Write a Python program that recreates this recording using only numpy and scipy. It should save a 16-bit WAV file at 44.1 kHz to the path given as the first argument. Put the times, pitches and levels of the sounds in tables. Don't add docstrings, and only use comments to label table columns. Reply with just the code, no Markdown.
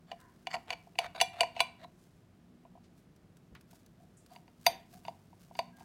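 import sys
import numpy as np
from scipy import signal
from scipy.fft import rfft, irfft, next_fast_len
from scipy.io import wavfile
from scipy.ndimage import map_coordinates

SR = 44100
rng = np.random.default_rng(int(sys.argv[2]) if len(sys.argv) > 2 else 0)


def materialize(psi):
    bounded = np.clip(np.atleast_2d(psi).T, -1, 1)
    quanta = np.round(bounded * 32767).astype(np.int16)
    wavfile.write(sys.argv[1], SR, quanta)


N = 257544
GRIP_CHANGE_S = 3.0


def amp(db):
    return 10 ** (np.asarray(db) / 20)


def unit(x):
    return x / np.sqrt(np.mean(x ** 2) + 1e-20)


def seconds(length):
    return np.arange(int(length * SR)) / SR


def along(points, hz):
    point_hz, value = np.transpose(points)
    return np.interp(np.log(hz + 1), np.log(point_hz), value)


def filtered(x, response):
    size = next_fast_len(len(x) + 8192)
    spectrum = rfft(x, size) * response(np.fft.rfftfreq(size, 1 / SR))
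    return irfft(spectrum, size)[:len(x)]


def coloured(x, spectrum):
    return unit(filtered(x, lambda hz: amp(along(spectrum, hz))))


def wobble(rate):
    knots = rng.standard_normal(int(N * rate / SR) + 4)
    return map_coordinates(knots, [np.arange(N) * rate / SR])


def add(track, s, sound):
    part = track[max(round(s * SR), 0):][:len(sound)]
    part += sound[:len(part)]


def grains(rate, spread_db):
    hits = rng.random(N) < rate / SR
    sign = rng.choice([-1, 1], N)
    size = amp(spread_db * rng.uniform(-1, 1, N))
    return unit(hits * sign * size)


def at_level(x, db):
    return x * amp(db) / np.sqrt(np.mean(x[:SR // 100] ** 2))


# pitch_hz, t60_s, tip_level_db, edge_level_db
CHINA_MODES = [(484, 0.075, -39.5, -38), (687.8, 0.09, -20.5, -18.5), (752.3, 0.065, -21.5, -18),
               (929.7, 0.04, -26.5, -17), (1012, 0.036, -24, -24), (1475, 0.052, -38, -40),
               (1935, 0.01, -18.5, -26), (2160, 0.016, -44, -25.5), (2298, 0.031, -21, -35),
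               (2377, 0.31, -36, -45), (2600, 0.014, -18.5, -24.5), (2869, 0.025, -16, -31),
               (3415, 0.1, -32.5, -35), (3690, .035, -40.5, -24), (3566, .05, -29.5, -30),
               (3984, 0.046, -27.5, -31.5), (4522, 0.02, -18, -18.5), (4690, 0.066, -36.5, -19.5),
               (4650, 0.37, -56.5, -47), (5350, 0.064, -42.5, -43.5), (5955, 0.072, -37, -42),
               (6250, 0.02, -43.5, -21.5), (6547, 0.031, -31.5, -41.5), (7552, 0.021, -29.5, -34.5),
               (8470, 0.026, -32, -27.5), (9220, 0.12, -54, -32), (10123, 0.034, -36, -34),
               (10470, 0.063, -40, -42), (11200, 0.1, -52.5, -37), (12550, 0.034, -42.5, -36.5),
               (13030, 0.05, -61.5, -29.5), (14800, .08, -52.5, -47.5), (15290, 0.099, -56, -39.5)]
REGISTER_BORDERS = [1300, 3200, 7000]


def china(s, damping, vary_db, build):
    hz, t60, tip_db, edge_db = np.transpose(CHINA_MODES)[:, :, None]
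    t = seconds(.3 if damping < 400 else .1)
    grip_db = tip_db if s < GRIP_CHANGE_S else edge_db
    level = grip_db + vary_db * rng.standard_normal(hz.shape)
    build_cycles = build * np.where(hz < REGISTER_BORDERS[0], 1, .5)
    swell = 1 - np.exp(-t * hz / build_cycles)
    tone = np.sin(2 * np.pi * (hz * t + rng.random(hz.shape)))
    return amp(level - (60 / t60 + damping) * t) * swell * tone


# tip_level_db, edge_level_db, growth_db_per_db
TREBLE_BALANCE = [(0.5, -3, -0.08), (-3, -1, 0.11), (-10.5, -10.5, 0.67)]
FULL_BLOW_DB = -24


def register_levels(s, knock_db, hardness_db):
    tip_db, edge_db, growth = np.transpose(TREBLE_BALANCE)
    force_db = knock_db + hardness_db
    grip_db = tip_db if s < GRIP_CHANGE_S else edge_db
    treble_db = force_db + grip_db + growth * (force_db - FULL_BLOW_DB)
    return [knock_db, *treble_db]


# start_s, knock_db,
# hardness_db (high for bare steel on glaze, low when the egg cushions the blow)
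BLADE_CLINKS = [(0.1155, -41, -8), (0.129, -48.5, -20), (0.47, -37.5, -3.5), (0.514, -67, 13),
                (0.5415, -33, -7), (0.551, -38, -19), (0.566, -42, -15), (0.7045, -38.5, 1.5),
                (0.727, -51.5, 5.5), (0.732, -50, 5), (0.87, -55.5, -31), (0.955, -58, -5.5),
                (0.9879, -29, -1), (1.2023, -51.5, 17), (1.2125, -23.5, 0.5), (1.4071, -25, -0.5),
                (1.4322, -29, -10), (1.5645, -39.5, -12), (1.594, -45, -0.5), (1.6041, -26.5, 1),
                (1.845, -50, -24), (2.651, -56, -28), (2.753, -56.5, -32), (2.774, -58.5, -30),
                (3.729, -60.5, -17), (4.361, -53.5, -3.5), (4.479, -63, -4), (4.665, -21, -1),
                (5.051, -50.5, -4.5), (5.082, -37, -14), (5.329, -58, -22), (5.51, -53, -27),
                (5.5525, -53, -4.5), (5.5903, -29, -7), (5.805, -53, -18)]
# (per Hz, relative)
CRACK_COLOUR = [(150, -23.5), (600, -3.5), (1000, -8.5), (1250, -14.5), (1650, -12.5), (2500, 11),
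                (3000, -4), (3800, -10.5), (4500, -6.5), (5300, -12.5), (6500, -16), (12000, -22),
                (16000, -21.5)]
# (per Hz, relative)
BOARD_COLOUR = [(25, -29), (55, 0), (150, -0.5), (330, -1.5), (600, -6.5), (1500, -49)]


def clinks(held, free_db, crack_db, crack_t60, graze_db, board_db, board_t60):
    ringing, crack, thump = np.zeros((3, N))
    register = np.digitize(np.transpose(CHINA_MODES)[0], REGISTER_BORDERS)
    t, lead = seconds(.2), seconds(.008)
    contact = 1 - np.exp(-t / 0.00017)
    for s, knock, hardness in BLADE_CLINKS:
        levels = register_levels(s, knock, hardness)
        ring = levels[1]
        damping = held * np.clip((free_db - ring) / 14, 0, 1)
        modes = china(s, damping, vary_db=3.0, build=2.3)
        for k, db in enumerate(levels):
            add(ringing, s, at_level(modes[register == k].sum(0), db))
        add(crack, s - lead[-1], amp(ring + graze_db) * lead / lead[-1])
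        add(crack, s, contact * amp(ring + crack_db - 60 * t / crack_t60))
        add(thump, s, contact * amp(knock + board_db - 60 * t / board_t60))
    crack_noise = crack * coloured(rng.standard_normal(N), CRACK_COLOUR)
    thump_noise = thump * coloured(rng.standard_normal(N), BOARD_COLOUR)
    return ringing + crack_noise + thump_noise


# start_s, end_s, end_level_db
BLADE_SCRAPES = [(0.069, 0.123, -57), (0.505, 0.557, -40), (0.676, 0.739, -44), (0.995, 1.066, -41),
                 (1.148, 1.216, -41), (1.33, 1.414, -44.5), (1.547, 1.618, -45), (1.781, 1.85, -53.5),
                 (4.297, 4.365, -63), (5.05, 5.085, -58), (5.552, 5.596, -57.5), (5.773, 5.831, -61.5)]
# (per Hz, relative)
GRIT_COLOUR = [(300, -20), (1000, 4), (3000, -2), (4600, -6.5), (5600, -15.5), (10000, -21), (16000, -28.5)]
SCRAPE_SWELL_DB = 9


def scrapes(tilt_db, damping, clump_db, grit_db=-6):
    out = np.zeros(N)
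    slips = grains(rate=730, spread_db=4.5) * amp(clump_db * wobble(110))
    for start, end, db in BLADE_SCRAPES:
        count = max(int((end - start) * SR), 256)
        drag = slips[int(start * SR):][:count]
        modes = china(start, damping, vary_db=7.5, build=1).sum(0)
        body = filtered(modes, lambda hz: amp(tilt_db * np.log2(1 + hz / 1000)))
        force = amp(np.linspace(db - SCRAPE_SWELL_DB, db, len(drag)))
        add(out, start, signal.fftconvolve(unit(drag) * force, body / np.linalg.norm(body)))
        add(out, start, coloured(drag, GRIT_COLOUR) * force * amp(grit_db))
    return out


# (per Hz, relative)
EGG_COLOUR = [(710, -34.5), (1200, -2), (1370, -7.5), (1570, 0.5), (1870, -12.5), (2040, -8.5), (5020, -5),
              (16000, -11.5)]
# start_s, level_db (before the common pop_db trim)
EGG_POPS = [(0.2024, -46.5), (0.2122, -47.5), (3.1627, -52), (3.3695, -47.5), (3.5493, -45.5),
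            (3.6104, -45), (3.711, -43.5), (3.8621, -45.5), (4.2624, -45), (4.6126, -47.5), (5.7684, -47.5)]


def omelette(crackle_db, pop_db, pop_t60):
    crackle = coloured(grains(rate=1400, spread_db=10.5), EGG_COLOUR)
    out = crackle * amp(tearing() + crackle_db)
    t = seconds(.02)
    for s, db in EGG_POPS:
        pop = coloured(rng.standard_normal(len(t)), EGG_COLOUR)
        add(out, s, pop * amp(db + pop_db - 60 * t / pop_t60))
    return out


# time_s, level_db (before the crackle_db trim)
STEADY_CUTTING = [(0, -87.5), (0.22, -78), (1.0, -78), (1.8, -83), (2.17, -80), (2.25, -89.5), (3.5, -86.5),
                  (5.15, -77), (5.7, -83)]
# peak_s, level_db (before the crackle_db trim)
CRACKLE_BURSTS = [(2.04, -74), (2.98, -75), (3.74, -66), (4.02, -75), (4.33, -67), (4.651, -62),
                  (4.936, -62.5), (5.06, -67.5), (5.418, -67), (5.57, -65), (5.8, -67.5)]
BURST_RISE_DB_PER_S, BURST_FALL_DB_PER_S = 273.5, 143


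def tearing():
    t = np.arange(N) / SR
    loudest = np.interp(t, *np.transpose(STEADY_CUTTING))
    for s, db in CRACKLE_BURSTS:
        drop = np.maximum(BURST_RISE_DB_PER_S * (s - t), BURST_FALL_DB_PER_S * (t - s))
        loudest = np.maximum(loudest, db - drop)
    return loudest


# start_s, rise_s, t60_s, centre_hz, width_octaves, level_db
SLIDES_AND_TAP = [(0.159, 0.042, 0.86, 1560, 0.29, -67.5), (.18, 0.091, 0.24, 1016, 0.068, -61.5),
                  (1.931, 0.067, 0.74, 7040, 0.55, -78), (2.83, 0.013, .15, 3690, 0.76, -70.5),
                  (3.551, 0.00067, 0.094, 1583, 0.92, -53), (4.169, 0.0014, 0.26, 7860, .3, -64.5)]
# start_s, level_db
EGG_RUBS = [(3.98, -66.5), (4.29, -58), (4.92, -61)]
# rise_s, t60_s, centre_hz, width_octaves
EGG_RUB_SHAPE = (0.0265, .34, 710, 0.092)
# start_s, level_db
BOARD_BUMPS = [(0.559, -59), (1.038, -55.5), (3.23, -57.5), (3.508, -53)]
# rise_s, t60_s, centre_hz, width_octaves
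BOARD_BUMP_SHAPE = (.02, .2, 72, 1.2)


def handling():
    out, t = np.zeros(N), seconds(0.31)
    rubs = [(s, *EGG_RUB_SHAPE, db) for s, db in EGG_RUBS]
    bumps = [(s, *BOARD_BUMP_SHAPE, db) for s, db in BOARD_BUMPS]
    for s, rise, t60, centre, width, db in [*SLIDES_AND_TAP, *rubs, *bumps]:
        noise = rng.standard_normal(len(t))
        band = filtered(noise, lambda hz: np.exp(-.5 * (np.log2((hz + 1) / centre) / width) ** 2))
        fade = amp(db - 60 * np.maximum(t - rise, 0) / t60)
        add(out, s, unit(band) * np.minimum(t / rise, 1) * fade)
    return out


# start_s, pitch_hz, level_db, t60_s
THIN_TONE = (5.728, 1620, -65, 1.4)


def thin_ring():
    start, hz, db, t60 = THIN_TONE
    out, t = np.zeros(N), seconds(.5)
    onset = 1 - np.exp(-t / 0.0026)
    add(out, start, np.sin(2 * np.pi * hz * t) * onset * amp(db - 60 * t / t60))
    return out


# pitch_hz, t60_s
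KITCHEN_DECAY = [(150, .35), (800, .36), (2500, 0.38), (6000, 0.24), (14000, 0.26)]
# pitch_hz, level_db (relative)
WALL_COLOUR = [(200, 1), (700, -3), (1200, -1), (2500, -5), (6000, -2), (14000, -5)]


def kitchen(x):
    out, step = np.zeros(N), SR // 3
    for i in range(0, N, step):
        hz, t, z = signal.stft(rng.standard_normal(SR // 2), SR, nperseg=256)
        decay = amp(-60 * t / along(KITCHEN_DECAY, hz)[:, None])
        tail = signal.istft(z * decay, SR, nperseg=256)[1]
        tail = tail * np.minimum(np.arange(len(tail)) / SR / 0.0064, 1)
        add(out, i / SR, signal.fftconvolve(x[i:i + step], tail / np.linalg.norm(tail)))
    return filtered(out, lambda hz: amp(along(WALL_COLOUR, hz)))


# (per Hz, relative)
AIR_COLOUR = [(15, -44.5), (25, -9.5), (70, -8.5), (92, -7), (123, -5.5), (180, 0), (249, -12), (270, -9.5),
              (344, -10), (531, -19.5), (677, -17.5), (840, -24), (1230, -26), (1740, -29), (16000, -47.5)]
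# pitch_hz, level_db (before the waver and the hum_db trim)
HUM_TONES = [(96.9, -73), (177.6, -67.5), (242.2, -69.5)]


def background(air_db, hum_db, waver_db):
    t = np.arange(N) / SR
    hum = np.zeros(N)
    for hz, db in HUM_TONES:
        level = amp(db + waver_db * wobble(4.3))
        hum += level * unit(np.sin(2 * np.pi * hz * t + 0.78 * wobble(15)))
    air = coloured(rng.standard_normal(N), AIR_COLOUR)
    return amp(air_db) * air + amp(hum_db) * hum


def scene():
    near = clinks(held=610, free_db=-22.0, crack_db=-3, crack_t60=.028,
                  graze_db=-17.0, board_db=-27.0, board_t60=0.096)
    near = near + scrapes(tilt_db=-5.0, damping=550, clump_db=3.0)
    near = near + omelette(crackle_db=1.0, pop_db=-12, pop_t60=0.026)
    near = near + handling() + thin_ring()
    room = amp(-13.5) * kitchen(near)
    return (near + room + background(air_db=-62, hum_db=-4, waver_db=5.0))[None]


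LOW_HZ, TOP_HZ = 33, 16300


def record(dry):
    def response(hz):
        return (hz < TOP_HZ) * (1 - 1 / (1 + (hz / LOW_HZ) ** 6))
    return np.array([filtered(x, response) for x in dry])


dry = scene()
out = record(dry)
materialize(out)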